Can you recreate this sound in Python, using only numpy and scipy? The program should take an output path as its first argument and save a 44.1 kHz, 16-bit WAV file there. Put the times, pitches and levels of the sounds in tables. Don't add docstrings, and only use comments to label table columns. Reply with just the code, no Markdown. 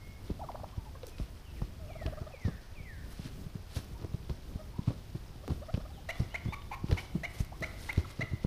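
import sys
import numpy as np
from scipy import signal
from scipy.fft import rfft, irfft, next_fast_len
from scipy.io import wavfile

SR = 44100
rng = np.random.default_rng(int(sys.argv[2]) if len(sys.argv) > 2 else 0)


def dump(signal):
    limited = np.clip(np.atleast_2d(signal).T, -1, 1)
    pcm = np.round(limited * 32767).astype(np.int16)
    wavfile.write(sys.argv[1], SR, pcm)


N = 373086
TOP_HZ = 15300

# (time [s], peak level [dB], pitch at the peak [Hz], time scale [s],
# feather slap level before its common lift [dB])
BLOW_EVENTS = [(0.303, -24, 230.8, 0.0032, -46), (0.313, -22.5, 85, 0.006, -54),
               (.782, -25.5, 89.5, 0.012, -61), (1.2, -25.5, 150.4, 0.0033, -51),
               (1.211, -28, 67.6, 0.016, -60), (1.622, -22, 93, 0.0051, -45),
               (1.635, -27.5, 64, 0.012, -66), (1.818, -32, 59.6, 0.0099, -76),
               (2.062, -22.5, 78.7, 0.0061, -44.5), (2.08, -26.5, 89.5, 0.0065, -60),
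               (2.215, -28, 101.7, .01, -48.5), (2.456, -20.5, 105.6, 0.013, -45.5),
               (2.485, -24.5, 161, 0.0064, -44.5), (2.805, -32, 138, 0.0033, -59),
               (3.198, -28, 137.5, 0.0038, -50), (3.258, -34.5, 133.2, .015, -55),
               (3.466, -29.5, 147, 0.0061, -64), (3.555, -30.5, 131, 0.0083, -57),
               (3.769, -24, 99.8, 0.0074, -45), (3.793, -30.5, 110.4, 0.0075, -67),
               (4.019, -36.5, 151, 0.0052, -54), (4.043, -29, 112, 0.012, -54),
               (4.144, -23.5, 124, 0.0059, -50.5), (4.301, -23.5, 97.6, 0.0043, -45),
               (4.314, -28, 89.8, 0.01, -69), (4.559, -30, 105.5, 0.011, -56),
               (4.792, -24.5, 152.4, 0.0043, -52), (4.881, -16.5, 131, 0.011, -43),
               (4.907, -33, 139.7, 0.0052, -52), (5.154, -31, 146.4, 0.01, -52.5),
               (5.486, -34, 296, 0.006, -50), (5.504, -25.5, 131, 0.0085, -44),
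               (5.52, -21, 95.9, 0.0096, -54), (5.744, -19.5, 108.2, 0.0075, -44),
               (5.779, -27, 200.3, 0.0033, -47), (6.202, -21, 115, 0.0068, -45),
               (6.218, -25.5, 129.5, 0.013, -56), (6.461, -24, 121.7, 0.012, -52.5),
               (6.487, -24.5, 109.4, 0.0065, -50.5), (6.843, -20.5, 130.3, .0033, -52.5),
               (6.898, -25.5, 105.4, 0.011, -46), (6.921, -25, 102.3, 0.0054, -39.5),
               (6.927, -15, 96.6, 0.0065, -45), (6.944, -26, 89, 0.0087, -59),
               (7.154, -23.5, 193, 0.01, -47.5), (7.407, -20.5, 94.7, 0.0055, -54),
               (7.617, -35, 156, 0.0087, -48), (7.981, -16.5, 102.8, 0.014, -45),
               (8.196, -27, 142, 0.0077, -46.5), (8.23, -31.5, 132.5, 0.014, -49.5),
               (8.316, -27, 100, 0.0065, -58), (8.336, -24.5, 124.8, 0.0094, -52),
               (8.449, -17.5, 172.7, 0.0027, -43.5)]


def rattles(push=0.65):
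    # (time [s], length [s], pitch [Hz], level [dB], overtones [dB], scoop depth [1 = usual])
    rattle_notes = [(0.95, 0.015, 534, -53, 17.5, -0.16), (1.887, 0.032, 676, -46, -7, 1),
                    (1.952, 0.02, 665, -43.5, -6, 0.71), (2.011, 0.02, 640, -41.5, -2, 1.15),
                    (2.068, .022, 630, -40.5, -2, 1.06), (2.122, 0.02, 618, -42, 0, 1.03),
                    (2.17, 0.024, 614, -44.5, 5, 0.33), (2.22, 0.014, 665, -50, 0, 0.58),
                    (2.265, .017, 600, -44, 4, 0.33), (4.588, 0.033, 634, -48.5, 2.5, 0.11),
                    (5.434, 0.017, 595, -48.5, 2, .9), (5.615, 0.026, 610, -44.5, -2, 1.14),
                    (5.682, 0.028, 651, -42.5, 4, 1.1), (5.797, .016, 615, -48, 5, 1.1),
                    (5.85, 0.017, 640, -48.5, 6.5, .6)]
    scoop = (0.9, 0.98, 1.16)
    # (time [s], length [s], start [Hz], end [Hz], level before the push [dB])
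    sliding_notes = [(0.393, 0.019, 638, 930, -43.5), (0.412, 0.038, 980, 559, -40),
                     (0.437, .02, 1300, 1110, -52), (0.487, 0.021, 1107, 563, -37.5),
                     (0.545, .014, 550, 1240, -37.5), (0.596, 0.0076, 680, 1250, -45.5),
                     (0.633, 0.013, 578, 1250, -38), (0.723, 0.026, 1120, 1194, -56.5),
                     (.765, 0.067, 1014, 853, -60), (0.854, 0.039, 968, 840, -53),
                     (1.032, 0.013, 544, 454, -40), (1.072, .024, 542, 320, -50),
                     (1.789, 0.13, 670, 550, -53.5), (2.303, 0.021, 730, 870, -53),
                     (2.337, 0.014, 635, 474, -43.5), (3.945, 0.037, 904, 1020, -58.5),
                     (4.734, 0.016, 950, 925, -57), (4.757, 0.017, 960, 920, -54),
                     (4.784, .02, 1004, 954, -52), (5.901, 0.016, 760, 790, -55),
                     (5.976, 0.024, 800, 770, -53.5), (7.52, 0.011, 710, 970, -43),
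                     (7.537, .022, 1130, 1080, -56), (8.045, 0.015, 1600, 945, -46)]
    flick, droop = 3.36, 1.18

    out = np.zeros(N)
    for s, length, pitch_hz, db, overtone_db, depth in rattle_notes:
        hz = arch(length, pitch_hz, np.array(scoop) ** depth)
        add(out, s, undb(db) * hollow(hz, overtone_db))
    for s, length, start_hz, end_hz, db in sliding_notes:
        if end_hz > start_hz:
            hz = slide(length, end_hz, start_hz, flick)[::-1]
        else:
            hz = slide(length, start_hz, end_hz, droop)
        effort = unit(hz ** push)
        add(out, s, undb(db) * effort * hollow(hz, overtone_db=-4.5, edge=0.15))
    return out


def hollow(hz, overtone_db, jitter=0.043, edge=0.32):
    # (frequency [Hz], overtone gain [dB])
    mouth = [(900, -24), (1220, -11.5), (1330, -12), (1500, -26), (2000, -25), (3000, -36)]
    phase = phase_of(hz * (1 + jitter * wander(len(hz), 443)))
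    overtones = sum(gain_at(k * hz, mouth) * np.sin(k * phase) for k in range(2, 4))
    return ends(len(hz), edge) * (np.sin(phase) + undb(overtone_db) * overtones)


def putts(edge=0.087, fade=0.68, first_fade=2.6, throb=0.59):
    # (time [s], length [s], pitch [Hz], level [dB], roughness [0-1], throat resonance [Hz],
    # fundamental [dB], beak resonance [dB], buzz [dB], rise depth [1 = usual],
    # loudest point [0-1], treble [dB])
    putt_notes = [(6.088, 0.026, 692, -36.5, 0.54, 2040, 0.5, -7, -4.5, 0.93, .27, 6),
                  (6.343, .021, 717, -35.5, 0.31, 2140, -7.5, -33, -14, 0.93, 0.56, 3.5),
                  (6.974, 0.029, 740, -41.5, .85, 2290, -5.5, -4, -10, 0.73, 0.34, -2),
                  (7.233, .029, 701, -37, 0.48, 2110, -6, -12, -7.5, 0.74, .25, 2.5),
                  (7.622, 0.0262, 678, -35.5, 0.38, 2090, -3, -24, -1.5, 1.006, 0.7, 2),
                  (7.89, 0.021, 707, -35, 0.4, 2090, -16, -38, -19, 1.08, .6, -6),
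                  (8.207, 0.024, 677, -35, 0.42, 2160, -6, -15, -2, 0.85, 0.57, -4)]
    putt_rise = (.79, 0.952, 0.997, 1.05, 1.19)
    # (frequency [Hz], relative level [dB])
    voice_colour = [(150, -45), (450, -18), (800, -12), (1450, -17.5), (2100, -6), (2800, -20), (3300, -45),
                    (3900, -14), (4800, -29), (5800, -23.5), (8000, -34.5), (12000, -37.5), (15000, -44)]
    throat_width_hz, opening = 500, 0.07
    beak_hz, beak_width_hz, beak_opens = 2850, 900, 0.8
    click_db, click_s, rasp_db = -9, 0.0025, -2.5

    out = np.zeros(N)
    order = np.arange(1, 20)[:, None]
    for (s, length, pitch, db, rough, throat_hz, first_db, beak_db, buzz_db,
         rise, loudest, treble_db) in putt_notes:
        hz = arch(length, pitch, np.array(putt_rise) ** rise)
        u = np.linspace(0, 1, len(hz))
        effort = hump(u, loudest) ** 0.3
        jitter, shimmer = 0.035 * rough, 0.45 * rough
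        phase = phase_of(hz * (1 + jitter * wander(len(hz), 930)))
        partials = order * hz

        random_phases = np.exp(2j * np.pi * rng.random(order.shape))
        buzz = undb(buzz_db) * gain_at(partials, voice_colour) * random_phases
        moving_throat_hz = throat_hz * (1 + opening * rise * (2 * u - 1))
        throat = 1 / (1 + 2j * (partials - moving_throat_hz) / throat_width_hz)
        beak = 1 / (1 + 2j * (partials - beak_hz) / beak_width_hz)
        beak_gain = undb(beak_db) * hump(u, beak_opens) ** 2
        ringing = throat * abs(throat) + beak_gain * beak * abs(beak)

        fading_buzz = buzz * (1 + fade * (1 - 2 * u))
        throbbing = ringing * (1 + throb * rough * wander(len(hz), 196))
        gains = effort * (fading_buzz + throbbing)
        gains[0] = undb(first_db) * np.exp(-first_fade * u ** 2)
        gains = gains * (partials < TOP_HZ)
        voice = unit(np.real(gains * np.exp(1j * order * phase)).sum(axis=0))
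        voice *= 1 + shimmer * wander(len(hz), 390)

        breath = rng.standard_normal(len(hz)) * (1 + np.cos(phase))
        rasp = effort * colour(breath, voice_colour)
        click = colour(rng.standard_normal(len(hz)), voice_colour)
        click *= undb(click_db) * np.exp(-u * length / click_s)
        note = click + ends(len(hz), edge) * unit(voice + rough * undb(rasp_db) * rasp)
        add(out, s, undb(db) * brighten(note, treble_db))
    return out


def hoarse_breaks(edge=0.067, first_fade=0.42, opens=0.84, throb=0.38):
    # (time [s], length [s], low pitch [Hz], high pitch [Hz], point of the break [0-1],
    # level [dB], roughness [relative], overtones [dB])
    hoarse_notes = [(6.339, 0.0078, 850, 960, .5, -51, .8, -10),
                    (6.523, 0.025, 862, 1145, 0.3, -41, 0.64, -1),
                    (6.711, .042, 860, 1060, .35, -41, 1.06, -3.5),
                    (6.97, .011, 900, 984, .4, -42.5, 0.9, -1),
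                    (7.888, 0.0112, 847, 910, .5, -46.5, 0.7, -12)]
    # (frequency [Hz], relative level [dB])
    hoarse_colour = [(500, -25), (1400, -16), (1750, -11), (2350, 1), (2800, -11), (3300, -23), (3900, -17),
                     (4650, -17), (5200, -31), (5800, -20), (8000, -33), (12000, -24), (15000, -34)]
    break_s, sag = 0.0018, 0.145
    second_ratio, second_depth, rasp_db = 0.68, 0.62, -4

    out = np.zeros(N)
    for s, length, low_hz, high_hz, point, db, rough, overtone_db in hoarse_notes:
        u = np.linspace(0, 1, int(length * SR))
        jumped = (1 + np.tanh((u - point) * length / break_s)) / 2
        sagging_hz = low_hz * (1 + sag * (1 - 2 * u / point))
        hz = (1 - jumped) * sagging_hz + jumped * high_hz
        phase = phase_of(hz * (1 + 0.05 * rough * wander(len(u), 700)))
        beat_hz = hz * (1 - second_ratio) * (1 + 0.185 * wander(len(u), 300))
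        beat = second_depth * rough * np.sin(phase_of(beat_hz))

        pulses = sum(np.cos(k * (phase + beat)) for k in range(2, 12))
        breath = rng.standard_normal(len(u)) * (1 + np.cos(phase))
        rasp = rough * undb(rasp_db) * unit(breath)
        overtones = colour(unit(pulses) + rasp, hoarse_colour)
        overtones *= undb(overtone_db) * hump(u, opens) ** 0.5
        first = unit(np.cos(phase + beat / 2)) * (1 - first_fade * u)
        first *= 1 + throb * rough * wander(len(u), 265)
        add(out, s, undb(db) * ends(len(u), edge) * unit(first + overtones))
    return out


def blows(sag=0.2968, rise=0.4, tail=1.51, flutter=0.31, overtone_db=-15):
    # (frequency [Hz], relative level [dB])
    slap_colour = [(60, -34), (150, -6), (260, 2), (360, 4), (500, -5.5), (800, -14.5), (1200, -15.5),
                   (2000, -36), (5000, -37), (12000, -84)]
    slap_lift_db, slap_lead_s, slap_rise_s, slap_stretch = 6, 0.0037, 0.0026, 0.87
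    out, slaps = np.zeros(N), np.zeros(N)
    t = np.arange(-SR // 20, SR // 10) / SR
    for s, db, hz, length, feather_db in contacts():
        push = 1 / np.cosh(2 * t / (length * np.where(t < 0, rise, tail)))
        phase = phase_of(hz * (1 - sag * np.tanh(t / length))) + rng.uniform(0, 2 * np.pi)
        swing = np.sin(phase) + undb(overtone_db) * push * np.sin(2 * phase)
        uneven = 1 + flutter * wander(len(t), 301.2)
        add(out, s + t[0], undb(db) * push * swing * uneven)
        contact = np.exp(np.where(t < 0, t / slap_rise_s, -t / (slap_stretch * 2 * length)))
        add(slaps, s + t[0] - slap_lead_s, undb(feather_db + slap_lift_db) * contact)
    return out + slaps * colour(rng.standard_normal(N), slap_colour)


def contacts(step_spread_db=3, step_spread_octaves=0.312):
    # (start [s], end [s])
    shoving_s = (2.8, 5.4)
    step_db, step_hz, step_length_s, step_slap_db = -41, 150.9, 0.0049, -56.5
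    rows = list(BLOW_EVENTS)
    for when, force, size in rng.uniform(-1, 1, (12, 3)):
        s = np.interp(when, (-1, 1), shoving_s)
        extra_db = step_spread_db * force
        hz = step_hz * 2 ** (step_spread_octaves * size)
        rows.append((s, step_db + extra_db, hz, step_length_s, step_slap_db + extra_db))
    return rows


def claps():
    # (time [s], level [dB])
    clap_events = [(1.199, -40.5), (1.619, -42), (4.004, -45), (4.023, -41), (4.046, -36), (4.294, -43),
                   (4.303, -38.5), (4.876, -42), (4.886, -41), (4.906, -37), (4.918, -44), (5.479, -36.5),
                   (5.504, -38), (5.517, -43), (5.74, -45), (5.775, -43.5), (6.912, -38), (7.977, -34),
                   (7.988, -46)]
    # (frequency [Hz], relative level [dB])
    clap_colour = [(120, -22), (350, 7.5), (620, 2), (950, -9), (1220, -6.5), (1500, -32), (5000, -26),
                   (12000, -55)]
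    return cracks(clap_events, 0.004, clap_colour)


def leaves(level_db=1, clump_db=2, tread_treble_db=-6):
    # (time of the height [s], level before the common grain gain [dB], swell [s], fade [s], treble [dB])
    swipe_events = [(1.08, -58, 0.032, 0.028, 2), (1.213, -57, 0.026, 0.047, 0),
                    (3.125, -58, 0.035, 0.046, 3.5), (3.25, -53.5, 0.067, 0.056, -2.5),
                    (3.767, -49, 0.045, 0.042, 1), (3.773, -46.5, 0.0086, 0.0084, -6),
                    (4.89, -59, 0.048, 0.074, -10), (5.505, -61, 0.018, 0.061, -5),
                    (6.2, -53, 0.038, 0.061, -3), (7.0, -50, 0.049, 0.051, -3),
                    (7.345, -54.5, 0.033, 0.021, 3), (7.4, -50, 0.026, 0.022, 2),
                    (7.66, -57, 0.042, 0.076, -2), (7.83, -54, 0.076, 0.083, 2),
                    (7.89, -54.5, 0.036, 0.038, 0), (7.99, -55, .04, 0.065, -4),
                    (8.11, -52, 0.04, .025, -1.5)]
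    grains = crackle() * undb(level_db + clump_db * wander(N, 60))
    out = brighten(grains, tread_treble_db) * treading()
    t = np.arange(-SR // 3, SR // 3) / SR
    for s, db, swell, fade, treble_db in swipe_events:
        sweep = undb(db) * np.exp(np.where(t < 0, t / swell, -t / fade))
        start = rng.integers(N - len(t))
        swept_grains = sweep * grains[start:start + len(t)]
        add(out, s + t[0], brighten(swept_grains, treble_db))
    return out


def treading(lead_s=0.046, settle_s=0.053):
    shuffle_db, stir_db = -65, -15.5
    power = np.full(N, undb(shuffle_db) ** 2)
    t = np.arange(-SR // 10, SR // 2) / SR
    stir = np.exp(np.where(t < 0, t / lead_s, -t / settle_s))
    for s, *_, slap_db in BLOW_EVENTS:
        add(power, s + t[0], (undb(slap_db + stir_db) * stir) ** 2)
    return np.sqrt(power)


def crackle(grains_per_s=900, spread_db=0.5, count=14):
    # (frequency [Hz], relative level [dB])
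    leaf_colour = [(300, 9.5), (900, 0.5), (1800, -1), (3500, 0.5), (5500, -1), (7200, -8), (10000, -6),
                   (11500, -10), (13500, -8.5), (15500, -24)]
    out = np.zeros(N)
    edges = np.linspace(np.sqrt(200), np.sqrt(TOP_HZ), count + 1) ** 2
    for band in zip(edges, edges[1:]):
        extra_db = spread_db * np.minimum(rng.exponential(size=N), 5)
        sizes = undb(extra_db) * rng.standard_normal(N)
        impulses = sizes * (rng.random(N) < grains_per_s / SR)
        band_filter = signal.butter(2, band, "bandpass", fs=SR, output="sos")
        out += signal.sosfilt(band_filter, impulses)
    return colour(out, leaf_colour)


def twig_snaps():
    # (time [s], level [dB])
    snap_events = [(.28, -51), (.517, -47.5), (1.032, -45.5), (1.183, -45), (1.62, -58), (1.933, -49),
                   (2.063, -35.5), (2.452, -47), (2.484, -55), (4.024, -53), (4.046, -60), (4.228, -55),
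                   (4.297, -46), (4.882, -53), (5.292, -59), (5.505, -48), (5.741, -41), (5.748, -45),
                   (5.775, -59), (6.198, -43), (6.62, -48.5), (6.885, -48), (6.912, -33.5), (6.926, -36),
                   (7.448, -50), (7.929, -39), (7.961, -40), (7.977, -40), (7.99, -50)]
    # (frequency [Hz], relative level [dB])
    snap_colour = [(300, 6), (1000, 1.5), (3500, 4.5), (5500, -4.5), (7500, -27), (15000, -36)]
    return cracks(snap_events, 0.0029, snap_colour)


def leaf_ticks():
    # (time [s], level [dB])
    tick_events = [(1.068, -42), (1.085, -52), (1.095, -50), (3.844, -50), (7.025, -54), (7.448, -48),
                   (7.607, -47), (7.929, -42.5)]
    # (frequency [Hz], relative level [dB])
    tick_colour = [(1500, -25), (3500, -5), (5000, 3), (7500, -4), (13500, -3), (15500, -8)]
    return cracks(tick_events, 0.0015, tick_colour)


def cracks(table, decay_s, spectrum):
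    out = np.zeros(N)
    burst = np.exp(-np.arange(SR // 10) / SR / decay_s)
    for s, db in table:
        add(out, s, undb(db) * burst)
    return out * colour(rng.standard_normal(N), spectrum)


def songbird(waver=0.0093, flicker_db=1.0):
    # (time from its start [s], pitch [Hz], relative level [dB])
    phrase = [(0, 2750, -5), (.012, 2519, -2), (.03, 2339, 1.5), (.052, 2193, -1), (0.074, 2279.5, -15),
              (.1, 2099, 0.5), (.14, 1860.5, 5.5), (.17, 1698, -1), (.205, 1578, -6), (.24, 1458, -10),
              (.256, 1427, -19)]
    # (time [s], level [dB], length [1 = usual])
    repeats = [(1.885, -57, 1.02), (2.322, -55, 0.96), (2.753, -55, 1.05)]
    # (time [s], length [s], start [Hz], end [Hz], level [dB],
    # bend [above 1 the slide levels out, below 1 it steepens])
    single_whistles = [(0, 0.143, 2160, 2180, -62, 0.94), (.665, .03, 3220, 3020, -69, 1),
                       (1.12, 0.046, 2630, 2460, -63, 1.9), (1.441, .082, 3190, 2620, -64, 1.8),
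                       (1.558, .043, 2650, 1720, -61.5, 1.2), (5.922, .072, 4070, 2860, -64, 1.4),
                       (6.145, 0.046, 3280, 3550, -60, 1.9), (6.304, 0.042, 2730, 3220, -57.5, .7),
                       (6.478, 0.053, 3280, 3680, -57.5, 2.1)]

    out = np.zeros(N)
    at, pitch, level = np.transpose(phrase)
    for s, db, stretch in repeats:
        t = np.linspace(0, at[-1], int(stretch * at[-1] * SR))
        hz = np.interp(t, at, pitch) * (1 + waver * wander(len(t), 88.4))
        loudness_db = db + np.interp(t, at, level) + flicker_db * wander(len(t), 74)
        add(out, s, undb(loudness_db) * np.sin(phase_of(hz)))
    for s, length, start_hz, end_hz, db, bend in single_whistles:
        hz = slide(length, start_hz, end_hz, bend)
        hz = hz * (1 + waver * wander(len(hz), 95))
        add(out, s, undb(db) * ends(len(hz), edge=0.15) * np.sin(phase_of(hz)))
    return out


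def trunks(x, t60, echoes_per_s=1500, gap=0.0053):
    # (frequency [Hz], relative level [dB])
    wood_colour = [(100, -1), (600, 0), (1200, 3.5), (2200, -6.5), (3000, -2), (7000, -5.5), (14000, -10)]
    t = np.arange(SR) / SR
    echoes = rng.standard_normal(SR) * (rng.random(SR) < echoes_per_s / SR)
    echoes *= (1 - np.exp(-(t / gap) ** 2)) * np.exp(-np.log(1000) * t / t60)
    response = colour(echoes, wood_colour) / np.sqrt(SR)
    return signal.fftconvolve(x, response)[:N]


def air(flicker_db=3.5, swell_db=2.0):
    # (frequency [Hz], relative level [dB])
    hiss_colour = [(12, -56), (20, 8.5), (49, -4.5), (80, 0.5), (289, -26), (614, -18.5), (1450, -26.5),
                   (4070, -33.5), (4950, -31), (7520, -42), (9930, -37.5), (11400, -46), (13100, -37),
                   (14300, -42), (15500, -40)]
    # (frequency [Hz], relative level [dB])
    low_colour = [(15, -7.5), (28, -6), (50, 2.5), (85, -1.5), (125, -6.5), (200, -14.5), (400, -20.5),
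                  (900, -47)]
    hiss = undb(-51.5) * colour(rng.standard_normal(N), hiss_colour)
    rumble_db = -47.5 + flicker_db * wander(N, 12) + swell_db * wander(N, 2.92)
    rumble = undb(rumble_db) * colour(rng.standard_normal(N), low_colour)
    return hiss + rumble


def undb(db):
    return 10 ** (np.asarray(db) / 20)


def unit(x):
    return x / np.sqrt(np.mean(x ** 2) + 1e-20)


def gain_at(hz, points):
    f, db = np.transpose(points)
    return undb(np.interp(np.log(hz + 1), np.log(f), db))


def colour(x, points):
    size = next_fast_len(len(x))
    gains = gain_at(np.fft.rfftfreq(size, 1 / SR), points)
    return unit(irfft(rfft(x, size) * gains, size)[:len(x)])


def brighten(x, db, edge_hz=6800):
    low = signal.sosfiltfilt(signal.butter(3, edge_hz, fs=SR, output="sos"), x)
    return low + undb(db) * (x - low)


def wander(size, rate):
    at = np.arange(size) * rate / SR
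    knots = rng.standard_normal(int(at[-1]) + 2)
    return np.interp(at, np.arange(len(knots)), knots)


def add(out, s, x):
    i = min(max(int(s * SR), 0), N)
    out[i:i + len(x)] += x[:N - i]


def phase_of(hz):
    return 2 * np.pi * np.cumsum(hz) / SR


def ends(size, edge):
    u = np.linspace(0, 1, size)
    return unit(np.sin(np.pi / 2 * np.clip(np.minimum(u, 1 - u) / edge, 0, 1)))


def hump(u, top):
    return abs(np.sin(np.pi * np.interp(u, (0, np.clip(top, 0.1, 0.9), 1), (0, 0.5, 1))))


def arch(length, hz, ratios):
    u = np.linspace(0, 1, int(length * SR))
    curve = np.polyfit(np.linspace(0, 1, len(ratios)), ratios, len(ratios) - 1)
    return hz * np.polyval(curve, u)


def slide(length, start_hz, end_hz, bend):
    return end_hz + (start_hz - end_hz) * np.linspace(1, 0, int(length * SR)) ** bend


def scene():
    soft, sharp, hoarse, bird = rattles(), putts(), hoarse_breaks(), songbird()
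    thumps = blows() + claps()
    litter = leaves() + twig_snaps() + leaf_ticks()
    direct = soft + sharp + hoarse + thumps + litter + bird

    calls_echo = trunks(undb(-18.0) * soft + undb(-10.0) * sharp, t60=0.77)
    calls_echo += trunks(undb(-12.5) * hoarse, t60=0.47)
    ground_echo = trunks(undb(-19.5) * thumps + undb(-15.0) * litter, t60=0.41)
    bright_bird = brighten(bird, 5, edge_hz=1600)
    bird_echo = undb(-8.5) * trunks(bright_bird, t60=0.86, gap=0.01)
    return (direct + calls_echo + ground_echo + bird_echo + air())[None]


def record(dry):
    return signal.sosfilt(signal.ellip(10, 0.2, 70, TOP_HZ, fs=SR, output="sos"), dry)


dry = scene()
out = record(dry)
dump(out)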